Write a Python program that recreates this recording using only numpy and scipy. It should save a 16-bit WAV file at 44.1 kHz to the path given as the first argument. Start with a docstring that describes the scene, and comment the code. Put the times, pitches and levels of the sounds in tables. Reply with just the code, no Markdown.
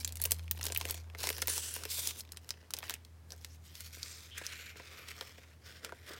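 """Card pack out of a plastic sleeve

A card pack is worked out of a plastic sleeve above a craft table, close by. Creases of the film snap:
each is a dispersed click plus a ringing facet. Film hisses, then fingers rub the card: dense random slips
drive bands of sheet modes. Bumps ring the modes of the pack, and steady strokes make single resonances sing.
A small motor, a harmonic tone of sinking pitch, hums low in the room over a mains tone and shaped noise.
"""
import sys
import numpy as np
from scipy import signal
from scipy.fft import rfft, irfft
from scipy.io import wavfile
from scipy.ndimage import uniform_filter1d

SR = 44100
rng = np.random.default_rng(int(sys.argv[2]) if len(sys.argv) > 2 else 0)


def master_out(mix):
    """Clip the mix to full scale and print it as 16-bit PCM to the path in sys.argv[1]."""
    frames = np.transpose(np.atleast_2d(mix))
    ceiling = np.clip(frames, -1, 1)
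    pcm = np.round(ceiling * 32767).astype(np.int16)
    wavfile.write(sys.argv[1], SR, pcm)


N = 272959
TIME_S = np.arange(N) / SR
MS_SAMPLES = SR // 1000
TOP_HZ = 16300  # upper limit of the treble
CARD_SHAKE_DB = -23  # shake of the card, relative to the tabled crack level
KNOCK_TICK_DB = -3  # tick of the contact, relative to the ring of the pack
MOTOR_START_HZ, MOTOR_SAG_HZ_PER_S = 82.4, .55
ROOM_AIR_DB, DRAUGHT_DB = -67, -73.5

# Clearest buckling creases, levels before the trims in snaps():
# (time [s], crack level [dB], crack centre [Hz], facet pitch [Hz], facet level [dB])
CREASE_SNAPS = [(.0474, -30, 4050, 6830, -22), (0.0763, -31, 14800, 3900, -32.5),
                (.091, -40, 4040, 13400, -51), (0.123, -34.5, 8200, 7250, -51),
                (0.1556, -35, 9800, 2670, -47), (.17, -35, 8100, 2200, -46), (.2167, -54, 3400, 10900, -22),
                (.2228, -32, 8700, 4330, -37), (.2392, -33, 4700, 14410, -19.5),
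                (0.2531, -24, 6500, 2850, -28), (0.2565, -22.5, 12300, 2700, -43),
                (0.309, -21.5, 14800, 2120, -36), (.3183, -15, 10200, 7540, -25),
                (0.3936, -42.5, 2490, 2790, -48), (.4799, -54, 3100, 2270, -42),
                (0.5115, -25.5, 4430, 15060, -19), (0.6114, -36, 3400, 1960, -35),
                (.63, -37, 6000, 5800, -28.5), (.6396, -30, 11100, 2690, -42),
                (.6538, -27, 8800, 1570, -42), (0.666, -25, 4900, 13730, -31),
                (0.7219, -30, 3700, 7740, -28.5), (0.7485, -31.5, 3800, 11490, -30),
                (.762, -39, 11200, 2650, -24.5), (0.7744, -35, 3800, 14500, -19),
                (0.8114, -27, 3020, 930, -33.5), (.853, -31.5, 7700, 2800, -33.5),
                (0.897, -31, 5200, 1220, -43), (.9087, -23, 14900, 3140, -34),
                (.9442, -37, 7300, 2560, -58), (1.0998, -50, 794, 2740, -47),
                (1.1494, -52, 895, 2010, -36.5), (1.232, -29, 6300, 1850, -36),
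                (1.2396, -27, 4100, 755, -28.5), (1.2711, -24.5, 6600, 2280, -30),
                (1.29, -23.5, 7300, 2230, -27), (1.302, -27, 2880, 12000, -27.5),
                (1.328, -35, 2900, 9190, -37), (1.3817, -36, 3800, 12300, -35),
                (1.419, -25.5, 8300, 6280, -26.5), (1.4226, -25, 3750, 1780, -28),
                (1.473, -30, 4100, 14520, -22.5), (1.481, -24, 7200, 2330, -30.5),
                (1.5787, -24.5, 6940, 930, -37.5), (1.7402, -41, 4700, 11100, -28.5),
                (1.7634, -34, 2700, 13000, -34), (1.8358, -31.5, 4300, 1310, -39),
                (1.8527, -32, 3220, 12760, -35), (2.0727, -22, 9800, 5950, -25.5),
                (2.108, -33, 4000, 2000, -52), (2.2067, -37, 8400, 4900, -34.5),
                (2.3204, -35.5, 8600, 5060, -39), (2.3712, -37, 3500, 8550, -39.5),
                (2.4907, -34, 5000, 1480, -48), (2.506, -35.5, 1790, 5060, -25),
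                (2.706, -35.5, 5500, 1420, -43), (2.7367, -23, 4600, 5040, -48),
                (2.7672, -40, 4800, 5230, -38), (2.773, -44, 4200, 9100, -47),
                (2.7873, -34.5, 3900, 14150, -32), (2.8286, -35.5, 900, 2180, -37),
                (2.8389, -39, 1800, 5300, -45), (2.896, -26.5, 2700, 13720, -30.5),
                (2.9065, -30, 5100, 1490, -41), (2.9393, -30.5, 7950, 2550, -34.5),
                (3.049, -47.5, 4400, 4050, -49.5), (3.3056, -56, 14100, 4440, -40),
                (3.3208, -59, 1700, 5350, -34.5), (3.4462, -33, 4470, 1900, -44),
                (3.7533, -38.5, 4700, 3040, -46), (3.8056, -34.5, 5940, 2000, -46),
                (4.0306, -56, 3120, 4770, -27.5), (4.381, -37, 9000, 6700, -34),
                (4.466, -52, 5000, 5470, -27), (5.0853, -37.5, 2710, 4400, -41),
                (5.2104, -35.5, 2040, 3800, -31), (5.8467, -30.5, 3540, 1370, -37),
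                (5.8935, -55, 2000, 1460, -39)]
# Pulls of the film over pack and table, levels before the trims in rub():
# (start [s], end [s], level [dB], swell start to end [dB], hiss over level [dB], body over level [dB],
#  spread of slip sizes [dB])
FILM_STROKES = [(0, .012, -53.5, -4.5, 13, -6, 5.5), (.05, .1, -60.5, 3, 0, -3.5, 7),
                (.11, .19, -73, 6, -2, 6, 8), (.2, .34, -54, -3.5, 2.5, -6, 6),
                (.35, .45, -68.5, 2, 7, 2, 8), (.53, .6, -60, 5, 3, -3.5, 8),
                (.605, .675, -52, 10, 6.5, -5.5, 5), (.68, .865, -59, 5, 4, -1, 7.5),
                (.885, 1.0, -56, -12, 6, -3.5, 5), (1.01, 1.18, -74.5, -2, -7, 6.5, 8),
                (1.197, 1.31, -50.5, -6, 7, -3, 3.5), (1.32, 1.46, -56, -0.5, 7, -2, 5),
                (1.495, 1.77, -49, -7, 9.5, -10.5, 0), (1.78, 1.88, -59, -1.5, 6, -1, -0.5),
                (1.91, 1.99, -48.5, 1.5, 14.5, -11, 0), (2.02, 2.105, -50.5, 2.5, 10, -10.5, 0.5),
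                (2.12, 2.17, -63, -2, 6, -1, 1), (2.185, 2.21, -57, -5.5, 16, -5.5, 3),
                (2.23, 2.37, -65.5, 4, -3, -3, 10.5), (2.42, 2.49, -70.5, 2, 6, 2, 6),
                (2.51, 2.65, -65.5, 2, -6.5, -2.5, 6.5), (2.75, 2.81, -56.5, -3, -10, -2, 8.5),
                (2.835, 2.94, -51, 3.5, -5, -10, 5)]
# Fingers sliding over the card, levels before the trims in rub():
# (start [s], end [s], level [dB], swell start to end [dB], hiss over level [dB], body over level [dB],
#  spread of slip sizes [dB])
CARD_STROKES = [(3.315, 3.35, -68.5, -3, 6, 5, 5), (3.37, 3.55, -71, 2.5, 6.5, -10, 3.4),
                (3.655, 3.73, -69.5, -5.5, 7, -9, 3), (3.75, 3.87, -63, 6.5, 7.5, -15, 2.1),
                (3.93, 4.0, -59, 0.5, 7, -16, 4.3), (4.02, 4.3, -60.5, -6.5, 5.5, -8.5, 2.4),
                (4.37, 4.7, -52.5, -6, -5, -14, 2.5), (4.77, 5.06, -55, 2, -7.5, -9, 1.5),
                (5.085, 5.115, -48, 3, -5, -14, 3), (5.16, 5.54, -61.5, -12.5, -5.5, -9, 2.7),
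                (5.66, 5.8, -58, -6, -4.5, -8.5, 2.3), (5.84, 5.92, -61, -8, -3.5, 1.5, 2.4),
                (5.95, 6.05, -65.5, 7, -1, -7, 3), (6.08, 6.19, -52, -3, -5, -6.5, 2.1)]
# Colour of the sliding film, relative: (frequency [Hz], density [dB per Hz])
FILM_COLOUR = [(120, -43), (200, -13.5), (519, -8.5), (659, -13.5), (986, -8.5), (1120, -16), (1770, -0.5),
               (2910, 1.5), (4270, 1), (4600, 5.5), (6760, -1.5), (7830, -3), (9930, -2), (14900, -5),
               (16000, -12.5)]
# Colour of the rubbed card, relative: (frequency [Hz], density [dB per Hz])
CARD_COLOUR = [(120, -46), (200, -28), (334, -27.5), (432, -15.5), (569, -13.5), (933, -42), (1300, -11),
               (2130, -2.5), (2910, -8), (5730, -10), (6760, -15), (7540, -13), (9060, -21.5),
               (11900, -18.5), (16000, -23)]
# Strokes that set a patch of sheet singing, level before the fades:
# (start [s], end [s], centre [Hz], width [Hz], level [dB])
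SINGING_STROKES = [(1.454, 1.762, 7960, 900, -49.5), (1.873, 1.987, 4080, 900, -48),
                   (3.492, 3.55, 5640, 1000, -66), (3.632, 3.88, 3180, 398, -69),
                   (3.979, 4.215, 5000, 2000, -58), (4.299, 4.405, 3120, 450, -53),
                   (3.928, 4.18, 2150, 500, -68), (4.399, 4.776, 2260, 600, -54.5),
                   (4.496, 4.75, 7140, 500, -67.5), (4.515, 4.756, 12000, 600, -67),
                   (6.064, 6.19, 1290, 500, -57.5)]
# Bumps of the pack against fingers and sleeve: (time [s], level [dB], pitch of contact tick [Hz])
PACK_KNOCKS = [(.2545, -36.5, 2800), (.6663, -41.5, 1600), (.701, -35.5, 2700), (.7217, -41, 1690),
               (.853, -35, 2500), (.9442, -46.5, 2560), (1.1494, -42, 1400), (1.2711, -37.5, 1000),
               (1.3021, -33, 1920), (1.3822, -42, 900), (1.4226, -36.5, 1770), (1.481, -36, 1000),
               (1.5786, -46, 1000), (1.7634, -40.5, 990), (1.8527, -37, 2320), (1.985, -41.5, 604),
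               (2.9063, -42.5, 1000), (3.3203, -52, 900), (3.97, -47, 4400), (4.414, -37.5, 1750),
               (4.7575, -44.5, 2080), (4.7987, -38.5, 2070), (5.2104, -39, 1410), (5.2234, -42.5, 1970),
               (5.382, -45, 2120), (5.9229, -34, 1350), (6.107, -41.5, 328)]
# Modes of the card pack: (frequency [Hz], width [Hz], gain [dB])
CARD_MODES = [(286, 140, -4.5), (422, 38, 4), (520.5, 44, 3), (686, 103, -2), (993, 86, -5),
              (1584, 120, -3.5)]
# Motor fundamental, rms before the waver: (time [s], level [dB])
MOTOR_LEVEL = [(0, -47), (.4, -43), (.7, -46.5), (1.2, -49), (1.7, -53.5), (2.2, -55), (2.7, -58.5),
               (3.4, -55), (6.19, -62)]
# Colour of the still room, relative: (frequency [Hz], density [dB per Hz])
ROOM_COLOUR = [(25, -31), (45, -14), (76, -18), (130, -13), (162, -11), (322, -14.5), (974, -20),
               (1460, -23), (2140, -23), (2560, -27.5), (4880, -29), (16000, -35.5)]


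def amp(db):
    """Decibels to gain."""
    return 10 ** (np.asarray(db) / 20)


def unit(x):
    """Scale to rms 1."""
    return x / np.sqrt(np.mean(x ** 2))


def unit_energy(x):
    """Scale a response so that it passes white noise unchanged in level."""
    return x / np.sqrt(np.sum(x ** 2))


def resonate(x, hz, q):
    """One damped resonance with gain 1 at its centre, applied in the frequency domain."""
    ratio = np.fft.rfftfreq(len(x), 1 / SR) / hz
    response = 1j * ratio / (1j * ratio + max(q, .1) * (1 - ratio ** 2))
    return irfft(rfft(x) * response, len(x))


def cut(x, hz, kind, order=2):
    """Low-, high- or band-pass."""
    return signal.sosfilt(signal.butter(order, hz, kind, fs=SR, output="sos"), x)


def colour(x, points):
    """Shape a sound with a spectrum interpolated over log frequency."""
    hz, db = np.transpose(points)
    f = np.maximum(np.fft.rfftfreq(len(x), 1 / SR), 1)
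    return irfft(rfft(x) * amp(np.interp(np.log(f), np.log(hz), db)), len(x))


def walk(rate_hz):
    """Random drift of rms 1, with rate_hz knots a second joined by straight lines."""
    knots = rng.standard_normal(int(N / SR * rate_hz) + 2)
    return unit(np.interp(TIME_S * rate_hz, np.arange(len(knots)), knots))


def tail(t60_s, size):
    """A dense decaying ring of energy 1."""
    decay = np.exp(-np.log(1000) * TIME_S[:size] / t60_s)
    return unit_energy(rng.standard_normal(size) * decay)


def snaps(creases, ring_t60_s=.028, ring_db=-3.5, facet_q=4.8, knock_t60_s=.04, knock_ring_db=-6,
          crack_trim_db=-1.0, facet_trim_db=-1.0, size=4096):
    """Each crease flips at once and rings a facet; bending waves scatter in the sheet and shake the card."""
    out = np.zeros(N + size)
    flip = signal.unit_impulse(size, MS_SAMPLES)
    for time_s, crack_db, crack_hz, facet_hz, facet_db in creases:
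        ring = np.roll(tail(ring_t60_s, size), MS_SAMPLES)
        scattered = cut(flip + amp(ring_db) * ring, TOP_HZ, "lowpass", order=10)
        # a small patch of film radiates little bass
        patch = cut(resonate(scattered, crack_hz, 1), 630, "highpass")
        crack = unit_energy(disperse(patch, lag_s=.0022))
        facet = unit_energy(resonate(scattered, facet_hz, facet_q))
        rattle = np.roll(tail(knock_t60_s, size), MS_SAMPLES)
        shake = unit_energy(card_body(flip + amp(knock_ring_db) * rattle))
        snap = amp(crack_db + crack_trim_db) * crack
        snap += amp(facet_db + facet_trim_db) * facet
        snap += amp(crack_db + CARD_SHAKE_DB) * shake
        start = int(time_s * SR) - MS_SAMPLES
        # level is that of the energy gathered into one millisecond
        out[start:start + size] += np.sqrt(MS_SAMPLES) * snap
    return out[:N]


def disperse(x, lag_s):
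    """Bending waves run slower the lower they are; lag_s is their delay at 1 kHz."""
    khz = np.fft.rfftfreq(len(x), 1 / SR) / 1000
    return irfft(rfft(x) * np.exp(-4000j * np.pi * lag_s * np.sqrt(khz)), len(x))


def crackle(level_db, start_s, end_s, over_db, scatter_db, centre_hz, count):
    """Small creases give way at random times, their strength following the level of the rubbing."""
    times_s = start_s + (end_s - start_s) * rng.random(count)
    size, crack, facet = rng.standard_normal((count, 3)).T
    db = np.interp(times_s, TIME_S, level_db) + over_db + scatter_db * np.clip(size, -2, 2)
    crack_hz = np.minimum(centre_hz * np.exp(.5 * crack), TOP_HZ)
    facet_hz = np.minimum(centre_hz * np.exp(.5 * facet), TOP_HZ)
    return list(zip(times_s, db, crack_hz, facet_hz, db))


def strokes(table, attack_s, release_s, slowing_db):
    """Strokes set in, swell or fade and die away, hiss falling as the hand slows; gives level and mix."""
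    power, hiss, body, spread = np.full((4, N), 1e-14)
    for start_s, end_s, db, swell_db, hiss_db, body_db, spread_db in table:
        along = np.clip((TIME_S - start_s) / (end_s - start_s), 0, 1) - .5
        before = np.maximum(start_s - TIME_S, 0) / attack_s
        after = np.maximum(TIME_S - end_s, 0) / release_s
        stroke = (amp(db + swell_db * along) * np.exp(-before - after)) ** 2
        power = power + stroke
        hiss = hiss + stroke * (hiss_db - slowing_db * along)
        body = body + stroke * body_db
        spread = spread + stroke * spread_db
    # overlapping strokes are averaged by power
    return 10 * np.log10(power), hiss / power, body / power, spread / power


def rub(motion, spectrum, rate_hz, mid_db, hiss_db, body_db, card_db):
    """Slips sound through the sheet; speed brings out the hiss, pressure the body and the pack's modes."""
    level_db, speed_db, pressure_db, spread_db = motion
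    ticks = slips(rate_hz, spread_db)
    pressed_db = level_db + pressure_db
    pack = amp(pressed_db + card_db) * unit(card_body(ticks * rng.standard_normal(N)))
    skin = sheet(ticks, spectrum, pressed_db + body_db, level_db + mid_db, level_db + speed_db + hiss_db)
    return skin + pack


def slips(rate_hz, spread_db, flutter_db=2.1, largest=6):
    """Countless tiny stick-slip releases of random size, evened to a steady mean level that flutters."""
    sizes = amp(spread_db * np.minimum(rng.exponential(size=N), largest))
    ticks = (rng.random(N) < rate_hz / SR) * sizes
    mean_level = np.sqrt(uniform_filter1d(ticks ** 2, size=1300) + 1e-9)
    return ticks / mean_level * amp(flutter_db * walk(90))


def sheet(ticks, spectrum, body_db, mid_db, hiss_db, tint_db=2.0, tint_rate_hz=8, count=21):
    """Each slip drives the sheet's ranges of modes differently, and their strengths drift as it bends."""
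    hz, db = np.transpose(spectrum)
    edges_hz = np.geomspace(220, TOP_HZ, count + 1)
    centres_hz = np.sqrt(edges_hz[1:] * edges_hz[:-1])
    density_db = np.interp(np.log(centres_hz), np.log(hz), db)
    power = amp(density_db) ** 2 * np.diff(edges_hz)
    # bring the summed power of body, middle and hiss to the wanted levels
    zone = np.digitize(centres_hz, [1250, 4500])
    zone_db = 10 * np.log10(np.bincount(zone, power))
    lifts_db = np.array([body_db, mid_db, hiss_db]) - zone_db[:, None]
    out = 0
    for k, centre_hz in enumerate(centres_hz):
        # zones blend into one another without a step
        blend = np.array([np.interp(np.log(centre_hz), np.log([700, 2400, 8000]), row) for row in np.eye(3)])
        band = unit(cut(ticks * rng.standard_normal(N), edges_hz[k:k + 2], "bandpass"))
        gain = amp(blend @ lifts_db + tint_db * walk(tint_rate_hz))
        out = out + band * np.sqrt(power[k]) * gain
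    return out


def table_echo(x, lag_s=.000891, sway=.23, share=.27):
    """The table reflects the moving sheet a moment later, so a comb of resonances slides in the rubbing."""
    moving_lag_s = lag_s * np.exp(sway * walk(3))
    echo = np.interp(TIME_S - moving_lag_s, TIME_S, x)
    return (x + share * echo) / np.sqrt(1 + share ** 2)


def knocks(rattle_t60_s=.04, rattle_db=-6, tick_q=4.0, size=4096):
    """A bump gives a dull tick and rings the modes of the pack."""
    out = np.zeros(N + size)
    for time_s, db, tick_hz in PACK_KNOCKS:
        push = signal.unit_impulse(size) + amp(rattle_db) * tail(rattle_t60_s, size)
        ring = unit_energy(card_body(push))
        tick = unit_energy(resonate(push, tick_hz, tick_q))
        start = int(time_s * SR)
        # level of the ring is that of its energy gathered into one millisecond
        out[start:start + size] += np.sqrt(MS_SAMPLES) * amp(db) * (ring + amp(KNOCK_TICK_DB) * tick)
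    return out[:N]


def card_body(push):
    """The stiff pack answers a push with its few damped modes, alternating in sign."""
    out = 0
    for k, (hz, width_hz, db) in enumerate(CARD_MODES):
        out = out + (-1) ** k * amp(db) * resonate(push, hz, hz / width_hz)
    return out


def swishes():
    """A steady stroke feeds one resonance of the sheet, which swells and fades with it."""
    out = np.zeros(N + SR)
    for start_s, end_s, hz, width_hz, db in SINGING_STROKES:
        first = int(start_s * SR)
        size = max(int((end_s - start_s) * SR), 64)
        narrow = resonate(rng.standard_normal(size), hz, hz / width_hz)
        tone = unit(resonate(narrow, hz, 1.3))
        out[first:first + size] += amp(db) * signal.windows.tukey(size, .5) * tone
    return out[:N]


def room(x, t60_s=.098, wet_db=-16, late_t60_s=.79, late_db=-24):
    """Quick reflections from the table and nearby things, then a faint, duller tail."""
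    early = np.roll(tail(t60_s, size=16384), SR // 400)
    late = cut(tail(late_t60_s, size=16384), 4880, "lowpass")
    return x + signal.fftconvolve(x, amp(wet_db) * early + amp(late_db) * late)[:N]


def hum(second_db=-20, third_db=-17, third_fade_s=.2, mains_hz=120, mains_db=-71, rumble_db=-66, waver_db=.8):
    """A slowing motor with octave and soon fading third harmonic, a mains tone, and a narrow low rumble
    close to the motor's pitch, which makes the hum beat unevenly."""
    level_db = np.interp(TIME_S, *np.transpose(MOTOR_LEVEL))
    phase = 2 * np.pi * np.cumsum(MOTOR_START_HZ - MOTOR_SAG_HZ_PER_S * TIME_S) / SR
    second = amp(second_db + 3 * walk(9)) * np.sin(2 * phase)
    third = amp(third_db) * np.exp(-TIME_S / third_fade_s) * np.sin(3 * phase)
    motor = amp(level_db + waver_db * walk(4.8)) * (np.sin(phase) + second + third)
    mains = amp(mains_db) * np.sin(2 * np.pi * mains_hz * TIME_S)
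    rumble = unit(resonate(resonate(rng.standard_normal(N), 86.6, 10), 85, 1.1))
    return np.sqrt(2) * (motor + mains) + amp(rumble_db) * rumble  # sqrt(2): sine levels are rms


def room_air():
    """The soft even hiss of the still room: noise of a fixed colour."""
    return amp(ROOM_AIR_DB) * unit(colour(rng.standard_normal(N), ROOM_COLOUR))


def draught():
    """A faint low draught: steady noise in one band."""
    return amp(DRAUGHT_DB) * unit(cut(rng.standard_normal(N), [60, 280], "bandpass", order=3))


def scene():
    """Handling noise in a small room, over the hum and a soft even hiss."""
    pulls = strokes(FILM_STROKES, attack_s=.013, release_s=.02, slowing_db=3.5)
    slides = strokes(CARD_STROKES, attack_s=.017, release_s=.021, slowing_db=3)
    film = rub(pulls, FILM_COLOUR, rate_hz=6000, mid_db=-1.0, hiss_db=-3.5, body_db=-1.5, card_db=-4.5)
    card = rub(slides, CARD_COLOUR, rate_hz=4000, mid_db=-1.0, hiss_db=-.5, body_db=-3.5, card_db=-1.5)
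    opening = crackle(pulls[0], 0, 1.46, over_db=8.5, scatter_db=3.5, centre_hz=5440, count=40)
    fingering = crackle(slides[0], 3.3, 6.15, over_db=6, scatter_db=-.5, centre_hz=3000, count=45)
    creases = list(CREASE_SNAPS) + opening + fingering
    handling = snaps(creases) + table_echo(film + card) + knocks() + swishes()
    mix = room(handling) + hum() + room_air() + draught()
    return mix[None]


def record(dry):
    """The recorder cuts the top of the treble with a steep low-pass."""
    return signal.sosfilt(signal.ellip(8, .2, 70, TOP_HZ, fs=SR, output="sos"), dry)


dry = scene()
out = record(dry)
master_out(out)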